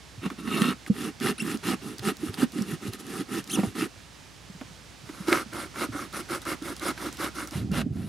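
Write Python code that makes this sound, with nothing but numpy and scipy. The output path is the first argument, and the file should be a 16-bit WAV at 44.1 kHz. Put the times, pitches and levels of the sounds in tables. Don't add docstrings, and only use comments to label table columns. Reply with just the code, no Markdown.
import sys
import numpy as np
from scipy import signal
from scipy.fft import rfft, irfft, next_fast_len
from scipy.io import wavfile
from scipy.ndimage import uniform_filter1d, map_coordinates

SR = 44100
rng = np.random.default_rng(int(sys.argv[2]) if len(sys.argv) > 2 else 0)


def generate_wav(signal):
    frames = np.transpose(np.atleast_2d(signal))
    scaled = np.clip(frames, -1, 1) * 32767
    pcm = np.round(scaled).astype(np.int16)
    wavfile.write(sys.argv[1], SR, pcm)


def makeup_ratio(level_db):
    decades = np.asarray(level_db, float) / 20
    return 10 ** decades


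N = 356328

# start in seconds, end in seconds.
CUTS = [
    (.12, .8),
    (.8, 3.95),
    (4.98, 7.53),
    (7.53, 8.2),
]


def unit(x):
    return x / np.sqrt(np.mean(x ** 2) + 1e-20)


def along(points, hz):
    f, v = np.transpose(points)
    return np.interp(np.log(hz + 1), np.log(f + 1), v)


def curves(rows):
    s, *cols = np.transpose(rows)
    return [np.interp(np.arange(N) / SR, s, c) for c in cols]


def during(start, end):
    t = np.arange(N) / SR
    return np.clip(np.minimum(t - start, end - t) * 200 + .5, 0, 1)


def wobble(rate):
    knots = rng.standard_normal(int(N * rate / SR) + 4)
    return map_coordinates(knots, [np.arange(N) * rate / SR])


def filtered(x, response):
    m = next_fast_len(N + 8192)
    return irfft(rfft(x, m) * response(np.fft.rfftfreq(m, 1 / SR)), m)[..., :N]


def resonances(modes, f):
    total = 0
    for k, (centre, width, db) in enumerate(modes):
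        total = total + (-1) ** k * makeup_ratio(db) * 1j * f * width / (centre * centre - f * f + 1j * f * width)
    return total


def shaped(x, colour):
    y = filtered(x, colour)
    return y / y[0].std()


def air():
    # time in seconds, rush level in dB.
    rush_level = [(0.0, -50.5), (2.29, -49.5), (4.1, -50.5), (4.6, -50), (7.22, -47), (7.55, -51),
                  (8.08, -66.5)]
    # frequency in Hz, rush density in dB per Hz.
    rush_colour = [(28, -17), (64, -8), (110, -2.5), (283, -10), (480, -15.5), (5500, -20.5),
                   (10000, -28.5), (15800, -43)]
    # frequency in Hz, left-right likeness from 0 to 1.
    likeness = [(60, 1), (240, 0.34), (950, 0.62), (3770, 0.89), (15000, 0.47)]
    # frequency in Hz, left over right in dB.
    rush_left = [(60, -4.5), (380, -2.5), (2380, -7.5), (15000, 2)]
    # time in seconds, motor pitch in Hz, level in dB.
    motor = [(0.0, 65, -53), (1.8, 61, -57), (3.0, 59.3, -61), (5.2, 59.2, -55.5), (8.08, 62, -48)]

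    def mid_and_side(f):
        angle = np.arccos(np.clip(along(likeness, f), -1, 1)) / 2
        return makeup_ratio(along(rush_colour, f)) * [np.cos(angle), np.sin(angle)]

    (rush_db,), (drone_hz, drone_db) = curves(rush_level), curves(motor)
    mid, side = filtered(rng.standard_normal((2, N)), mid_and_side)
    rush = filtered(np.array([mid + side, mid - side]), lambda f: makeup_ratio(along(rush_left, f) * [[.5], [-.5]]))
    rush = makeup_ratio(rush_db + 1.5 + .5 * wobble(12)) * unit(rush)
    turns = np.cumsum(drone_hz + 0.83 * wobble(2.7)) / SR
    drone, apart = makeup_ratio(1.2 * wobble(4)) * np.sin(2 * np.pi * (turns + [[0], [.25]]))
    return rush + makeup_ratio(drone_db) * (drone + makeup_ratio(-5) * apart * [[1], [-1]])


def ground(x):
    # frequency in Hz, time to fall 60 dB in seconds.
    scatter = [(150, 0.094), (1500, 0.12), (10000, 0.019)]
    hz, t, z = signal.stft(rng.standard_normal((2, SR // 6)), SR, nperseg=128)
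    tail = signal.istft(z * makeup_ratio(-60 * t / along(scatter, hz)[:, None]), SR, nperseg=128)[1]
    return signal.fftconvolve(x[None], tail / np.linalg.norm(tail[0]), axes=1)[:, :N]


def squeak():
    # time in seconds, pitch in Hz, level in dB, overtones in dB over the tone.
    squeaks = [
        [(1.381, 1290, -41, 9), (1.392, 1460, -46, 6), (1.397, 2050, -38, -1), (1.4, 2660, -32, 1),
         (1.413, 2800, -27, -10), (1.417, 3300, -48, 6), (1.425, 3840, -45, 16)],
        [(3.497, 1896, -40, 9), (3.506, 2696, -39, 3), (3.518, 3380, -29.5, 0.5), (3.524, 4390, -50, 14),
         (3.531, 3350, -36, 5), (3.536, 2980, -32, 7), (3.547, 3440, -32, 3), (3.558, 2770, -27.5, -0.5),
         (3.574, 1710, -62, -9)],
    ]
    # multiple of the pitch, level in dB.
    parts = [(2, -6), (3, -8), (4, -16)]
    out = np.zeros(N)
    for rows in squeaks:
        hz, level_db, over_db = uniform_filter1d(curves(rows), size=200)
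        phase = 2 * np.pi * np.cumsum(hz * (1 + 0.0283 * wobble(350) + 0.034 * wobble(1500))) / SR
        overtones = sum(makeup_ratio(db + 1.0 * wobble(300)) * np.sin(k * phase) for k, db in parts)
        blade = unit(filtered(rng.standard_normal(N), lambda f: resonances([(9700, 1200, 0)], f) ** 2))
        blade = makeup_ratio(-8.5 + 2.4 * wobble(220)) * blade
        tone = makeup_ratio(3.1 * wobble(300)) * np.sin(phase) + makeup_ratio(over_db) * (overtones + blade)
        out += during(rows[0][0], rows[-1][0]) * makeup_ratio(level_db) * tone
    return out


def clicks(events, t60, cycles, lift_db):
    out, t = np.zeros(N + SR), np.arange(SR // 50) / SR
    for s, db, hz in events:
        noise = rng.standard_normal((2, len(t)))
        turns = hz * t * (1.1 - 25 * t) + .05 * np.cumsum(noise[0])
        ring = .7 * np.sin(2 * np.pi * turns) * np.exp(-t * hz / cycles)
        burst = 0.56 * makeup_ratio(-60 * t / t60) * noise[1]
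        attack = 1 - np.exp(-t / 0.00048)
        out[round(s * SR):][:len(t)] += makeup_ratio(db + lift_db) * (ring + burst) * attack
    return out[:N]


def snaps():
    # start in seconds, peak in dB, pitch in Hz.
    fibres = [(0.26, -24, 1270), (0.3013, -24, 1290), (0.4743, -26, 1290), (0.5045, -39, 1270),
              (0.6185, -10.5, 2960), (0.863, -27, 1840), (1.201, -31, 2850), (1.6327, -30, 1270),
              (1.9934, -20.5, 4150), (2.3416, -19.5, 4100), (2.374, -29, 1290), (2.4191, -20, 1380),
              (3.6328, -24.5, 936), (4.6116, -30.5, 1650), (5.0903, -30.5, 1170), (5.2849, -19.5, 1160),
              (5.3273, -5.5, 1950), (5.526, -37, 1350), (5.7583, -25.5, 1335), (5.8326, -20.5, 1220),
              (6.4533, -28, 1380), (6.977, -25, 1690)]
    # start in seconds, peak in dB.
    bites = [(1.2005, -27), (1.5724, -28), (1.9825, -25.5), (2.169, -29), (2.4182, -32), (2.52, -30),
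             (2.6213, -21), (2.934, -21), (3.0664, -29), (3.441, -28), (3.475, -27), (5.2829, -21.5),
             (5.3273, -23), (5.534, -26), (6.127, -28), (6.4173, -26), (6.4515, -28), (6.6233, -29),
             (6.765, -26), (6.796, -25), (7.1265, -25.5), (7.1695, -25), (7.473, -23), (7.509, -27),
             (7.7159, -29)]
    tick_hz = 3905 * np.exp(0.183 * rng.standard_normal(len(bites)))
    ticks = np.column_stack([bites, tick_hz])
    lid = filtered(clicks(fibres, 0.0089, 7.7, 0), lambda f: resonances([(2070, 3900, 0.0042)], f))
    blade = filtered(clicks(ticks, 0.012, 6.7, 1.5), lambda f: resonances([(6450, 8500, 0)], f) ** 2)
    return lid + blade


def crumples():
    # start in seconds, level in dB.
    bucklings = np.array([
        (3.572, -30),
        (3.588, -33),
        (3.631, -33),
        (4.611, -41),
        (5.281, -34),
        (5.322, -23),
    ])
    t60 = 0.084
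    since = np.arange(N) / SR - bucklings[:, :1]
    fade = makeup_ratio(bucklings[:, 1:] - 60 * np.abs(since) / t60) * np.clip(since / 0.0033, 0, 1)
    rough = makeup_ratio(3.7 * wobble(300)) * rng.standard_normal(N)
    return fade.sum(0) * unit(filtered(rough, lambda f: resonances([(615, 650, 0)], f) ** 2))


def thumps():
    # start in seconds, peak in dB, pitch in Hz.
    flutes = [(0.257, -20.5, 184), (0.386, -40, 242), (0.616, -14, 210), (0.648, -19, 227), (0.9, -10, 201),
              (1.422, -22.5, 214), (2.233, -18.5, 301), (2.427, -14.5, 242), (2.431, -10, 231.6),
              (2.559, -23, 274), (2.585, -19, 224), (2.61, -19, 205), (2.864, -24, 234),
              (3.368, -22.5, 310), (3.574, -21.5, 291), (3.585, -14, 198), (3.633, -14.5, 207),
              (3.824, -19, 322), (5.282, -17, 323), (5.32, -13.5, 332), (5.461, -33.5, 209),
              (5.889, -28, 256), (5.952, -27, 288), (6.303, -30, 352), (6.619, -30, 282), (7.199, -28, 310)]
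    # start in seconds, peak in dB, pitch in Hz.
    taps = [
        (4.498, -35.5, 187),
        (4.549, -36, 163),
        (4.613, -29.5, 253),
        (4.707, -40, 156),
        (5.035, -38, 115),
        (5.095, -28.5, 299),
        (5.204, -28.5, 182),
    ]
    # start in seconds, peak in dB, pitch in Hz.
    shifts = [
        (0.178, -31.5, 107.3),
        (2, -32, 114),
        (2.289, -27.5, 100),
        (2.727, -25, 154),
        (2.879, -26, 111),
        (3.669, -27, 107),
        (5.895, -31, 113),
    ]
    # start in seconds, peak in dB, pitch in Hz.
    knocks = [(7.556, -23.5, 137), (7.602, -36, 142), (7.619, -30, 140), (7.715, -18, 179),
              (7.798, -27, 130), (7.833, -37, 144), (7.863, -20, 245), (7.903, -21, 139),
              (7.954, -30.5, 214), (8.005, -34, 122), (8.04, -32, 190)]
    modes = [(0.999, -0.5), (1.49, -21.5), (2.307, -19), (0.665, -13)]  # (multiple of the pitch, dB)

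    def wall(f):
        return 1 / (1 + 1.4j * f / 520 - (f / 520) ** 2) ** 2 * (1j * f / 70) / (1 + 1j * f / 70)

    out, t = np.zeros(N + SR), np.arange(SR // 5) / SR
    for hits, t60 in [(flutes, 0.044), (taps, 0.038), (shifts, 0.057), (knocks, 0.043)]:
        for s, db, hz in hits:
            shape = makeup_ratio(-60 * t / t60) * (1 - np.exp(-t * hz / 1.1)) ** 2
            turns = hz * (t + 0.00092 * (1 - np.exp(-t / 0.005)))
            ring = sum(makeup_ratio(level) * np.sin(2 * np.pi * (k * turns + rng.random())) for k, level in modes)
            out[round((s - .003) * SR):][:len(t)] += makeup_ratio(db) * ring * shape / shape.max()
    return filtered(out[:N], wall)


def strokes():
    # start in seconds, length in seconds, effort in dB, lean in dB from start to end.
    first_side = [(0.217, 0.063, -43, 5), (0.471, 0.26, -33.5, 3), (0.922, 0.18, -44.5, 8),
                  (1.203, 0.12, -34, 4), (1.384, 0.18, -43, 6), (1.63, 0.12, -35, 3),
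                  (1.818, 0.14, -50, -3), (2.021, 0.097, -36.5, 6.5), (2.179, 0.13, -49, 6.5),
                  (2.373, 0.082, -37.5, 1), (2.523, 0.15, -49.5, -0.5), (2.667, 0.096, -46, 1),
                  (2.804, 0.1, -49, 6), (3.018, 0.21, -47, 10), (3.281, 0.13, -42.5, 6.5),
                  (3.465, 0.16, -45.5, 7.5), (3.627, 0.11, -52.5, -12), (3.748, 0.12, -40.5, 2)]
    # start in seconds, length in seconds, effort in dB, lean in dB.
    next_sides = [(5.272, 0.16, -33, -2.5), (5.522, 0.15, -40, -1.5), (5.743, 0.12, -36.5, 6.5),
                  (5.921, 0.15, -42.5, -1), (6.132, 0.093, -37, -1), (6.288, 0.1, -37, 0),
                  (6.458, 0.093, -34.5, 0), (6.619, 0.12, -41, 1), (6.809, 0.11, -34, 3),
                  (6.97, 0.13, -41, 3.5), (7.183, 0.11, -36, 0), (7.344, 0.12, -41.5, -1.5),
                  (7.513, 0.12, -45.5, -4.5), (7.714, 0.11, -37, 4.5)]
    # start in seconds, length in seconds, effort in dB.
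    jabs = [
        (0.299, 0.04, -52),
        (0.376, 0.048, -47.5),
        (0.428, 0.056, -49),
    ]
    # start in seconds, length in seconds, effort in dB.
    drags = [
        (0.868, 0.021, -49.5),
        (1.982, 0.023, -54),
        (2.328, 0.037, -51.5),
        (2.919, 0.051, -49.5),
        (2.983, 0.044, -53.5),
        (5.05, 0.39, -53),
        (6.416, 0.024, -50),
        (6.761, 0.035, -57),
        (7.124, 0.037, -53),
        (7.472, 0.026, -50.5),
        (7.925, 0.39, -54),
    ]
    # fizz in dB, its rise in dB/s as the slit lengthens, boom in dB.
    box_response = [(-53.5, 13, -33), (-45, 0.5, -34), (-48.5, 1.24, -41), (-45.5, -7.5, -40.5)]
    usual_db = -40
    fizz_grows, boom_grows = 0.82, 0.66

    moves = [(*row, 0, 0) for row in list(first_side) + list(next_sides)]
    moves += [(*row, 0, 0, 0) for row in jabs]
    moves += [(*row, 0, 1.5, -5) for row in drags]
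    gains, t = np.zeros((3, N)), np.arange(N) / SR
    for s, length, effort_db, swell_db, hiss_db, weight_db in moves:
        cut = sum(s > start for start, end in CUTS[1:])
        fizz_db, rise_db, boom_db = box_response[cut]
        fizz_db += hiss_db + rise_db * (s - CUTS[cut][0]) + fizz_grows * (effort_db - usual_db)
        boom_db += weight_db + boom_grows * (effort_db - usual_db)
        part = slice(round((s - .04) * SR), round((s + length + .07) * SR))
        since = t[part] - s
        u = since / length

        def edge(lag):
            return 1 / (1 + np.exp((lag - since) / 0.0036)) / (1 + np.exp((since - lag - length) / 0.0061))

        lean_db = swell_db * np.clip(2 * u - 1, -.8, .8)
        slow = (2 * u - 1) ** 2
        gains[0, part] += makeup_ratio(effort_db + lean_db + 3.0 - 7.46 * slow) * edge(0)
        gains[1, part] += makeup_ratio(fizz_db + lean_db + 4.0 - 9.6 * slow) * edge(0)
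        gains[2, part] += makeup_ratio(boom_db + 1.06 * lean_db + 2.5 - 4.8 * slow) * edge(0.0037)
    return gains


def tearing(clump, clump_db, grain_db, grain_hz, side_db):
    bursts = unit(makeup_ratio(clump_db * clump + grain_db * wobble(grain_hz)))
    return bursts * rng.standard_normal((2, N)) * makeup_ratio([[0], [side_db]])


def patchy(x, patch_db):
    z = signal.stft(x, nperseg=256)[2]
    field = uniform_filter1d(rng.standard_normal(z.shape[1:]), size=6, axis=0)
    field = uniform_filter1d(field, size=12, axis=1)
    return signal.istft(z * makeup_ratio(patch_db * unit(field)), nperseg=256)[1][:, :N]


def sawing():
    # frequency in Hz, width in Hz, dB over the broad colour.
    lids = [
        [(1117, 28, 7), (1290, 160, 6.5), (1830, 100, 4.5), (2240, 97, 2.5), (2760, 230, 8), (3690, 140, 6),
         (4220, 120, 5.5)],
        [(775, 59, 3.5), (1264, 170, 3.5), (1830, 200, 1.5), (2790, 340, 4.5), (3420, 93, 2)],
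        [(554, 65, 2.5), (1340, 440, 2.5), (2150, 195, 2.5), (2790, 240, 0), (4870, 230, 2.5), (5480, 72, 6)],
        [(577, 110, 0), (1380, 62, -2), (2830, 240, 0.5), (4020, 140, 1)],
    ]
    # frequency in Hz, density in dB per Hz.
    boards = [
        [(300, -40), (500, -1.5), (1300, -3.5), (3000, -9), (4400, -14), (4800, -29), (7000, -45)],
        [(290, -51), (500, -5.5), (1000, -4), (1250, -1), (1600, -0.5), (6000, -16.5), (7800, -53)],
        [(260, -30), (450, -4), (1060, -2), (1360, 0), (2520, -10.5), (5560, -20), (6000, -15), (7800, -42)],
        [(290, -28), (500, -6.5), (973, -9.5), (1390, -5.5), (6000, -21.5), (7800, -47)],
    ]
    # frequency in Hz, density in dB per Hz.
    hollows = [
        [(41, -57), (70, -36), (227, -0.5), (389, -12.5), (491, -26), (560, -32), (730, -50), (1230, -120)],
        [(35, -38), (60, -35), (119, -12.5), (241, -0.5), (404, -7.5), (520, -26), (730, -54), (1230, -120)],
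        [(47, -47), (80, -14), (178, -11.5), (297, -2), (361, -2.5), (440, -18.5), (730, -30.5), (1230, -120)],
        [(24, -43), (40, -11), (91, 2.5), (242, -2), (408, -15), (452, -29), (780, -29), (1320, -120)],
    ]
    # frequency in Hz, density in dB per Hz.
    blade_hiss = [(2060, -20), (3500, -6.5), (4280, -8), (7880, -11.5), (9770, -6), (13200, -14.5),
                  (15100, -30), (15800, -32)]
    # time in seconds, level in dB.
    rocking = [
        (7.53, -38),
        (7.62, -31.5),
        (8.08, -35.5),
    ]

    clump = 1.87 * np.tanh(wobble(90) / 2.3)
    rasp, fizz, boom = strokes()
    boom = boom + during(7.557, 8.2) * makeup_ratio(curves(rocking)[0] - 0.5)
    hiss = patchy(tearing(clump, 1.44, 1.65, 900, -11.5), 1.7)
    out = fizz * shaped(hiss, lambda f: makeup_ratio(along(blade_hiss, f)))
    for cut, hollow, board, lid in zip(CUTS, hollows, boards, lids):
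        def colour(f):
            return makeup_ratio(along(board, f)) * (1 + sum(np.abs(resonances([mode], f)) ** 2 for mode in lid))

        scrape = rasp * shaped(patchy(tearing(clump, 1.0, 2.2, 400, -14), 1.6), colour)
        drum = boom * shaped(tearing(clump, 1.9, 0.8, 40, -26), lambda f: makeup_ratio(along(hollow, f)))
        out += during(*cut) * (scrape + drum)
    return out


def scene():
    # frequency in Hz, left over right in dB.
    box_left = [(60, -1), (180, -3), (550, -2.5), (1650, -2), (4970, -0.5), (15000, 1)]
    middle, side = sawing()
    box = middle + thumps() + crumples() + snaps() + squeak()
    direct = filtered(np.array([box + side, box - side]), lambda f: makeup_ratio(along(box_left, f) * [[.5], [-.5]]))
    return direct + makeup_ratio(-15.5) * ground(box) + air()


def band_limit(x):
    return signal.sosfilt(signal.butter(12, 15830, fs=SR, output="sos"), x)


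def record(dry):
    mix = filtered(dry, lambda f: (f < 15830) / (1 + (35 / (f + 1)) ** 3))
    return band_limit(mix)


dry = scene()
out = record(dry)
generate_wav(out)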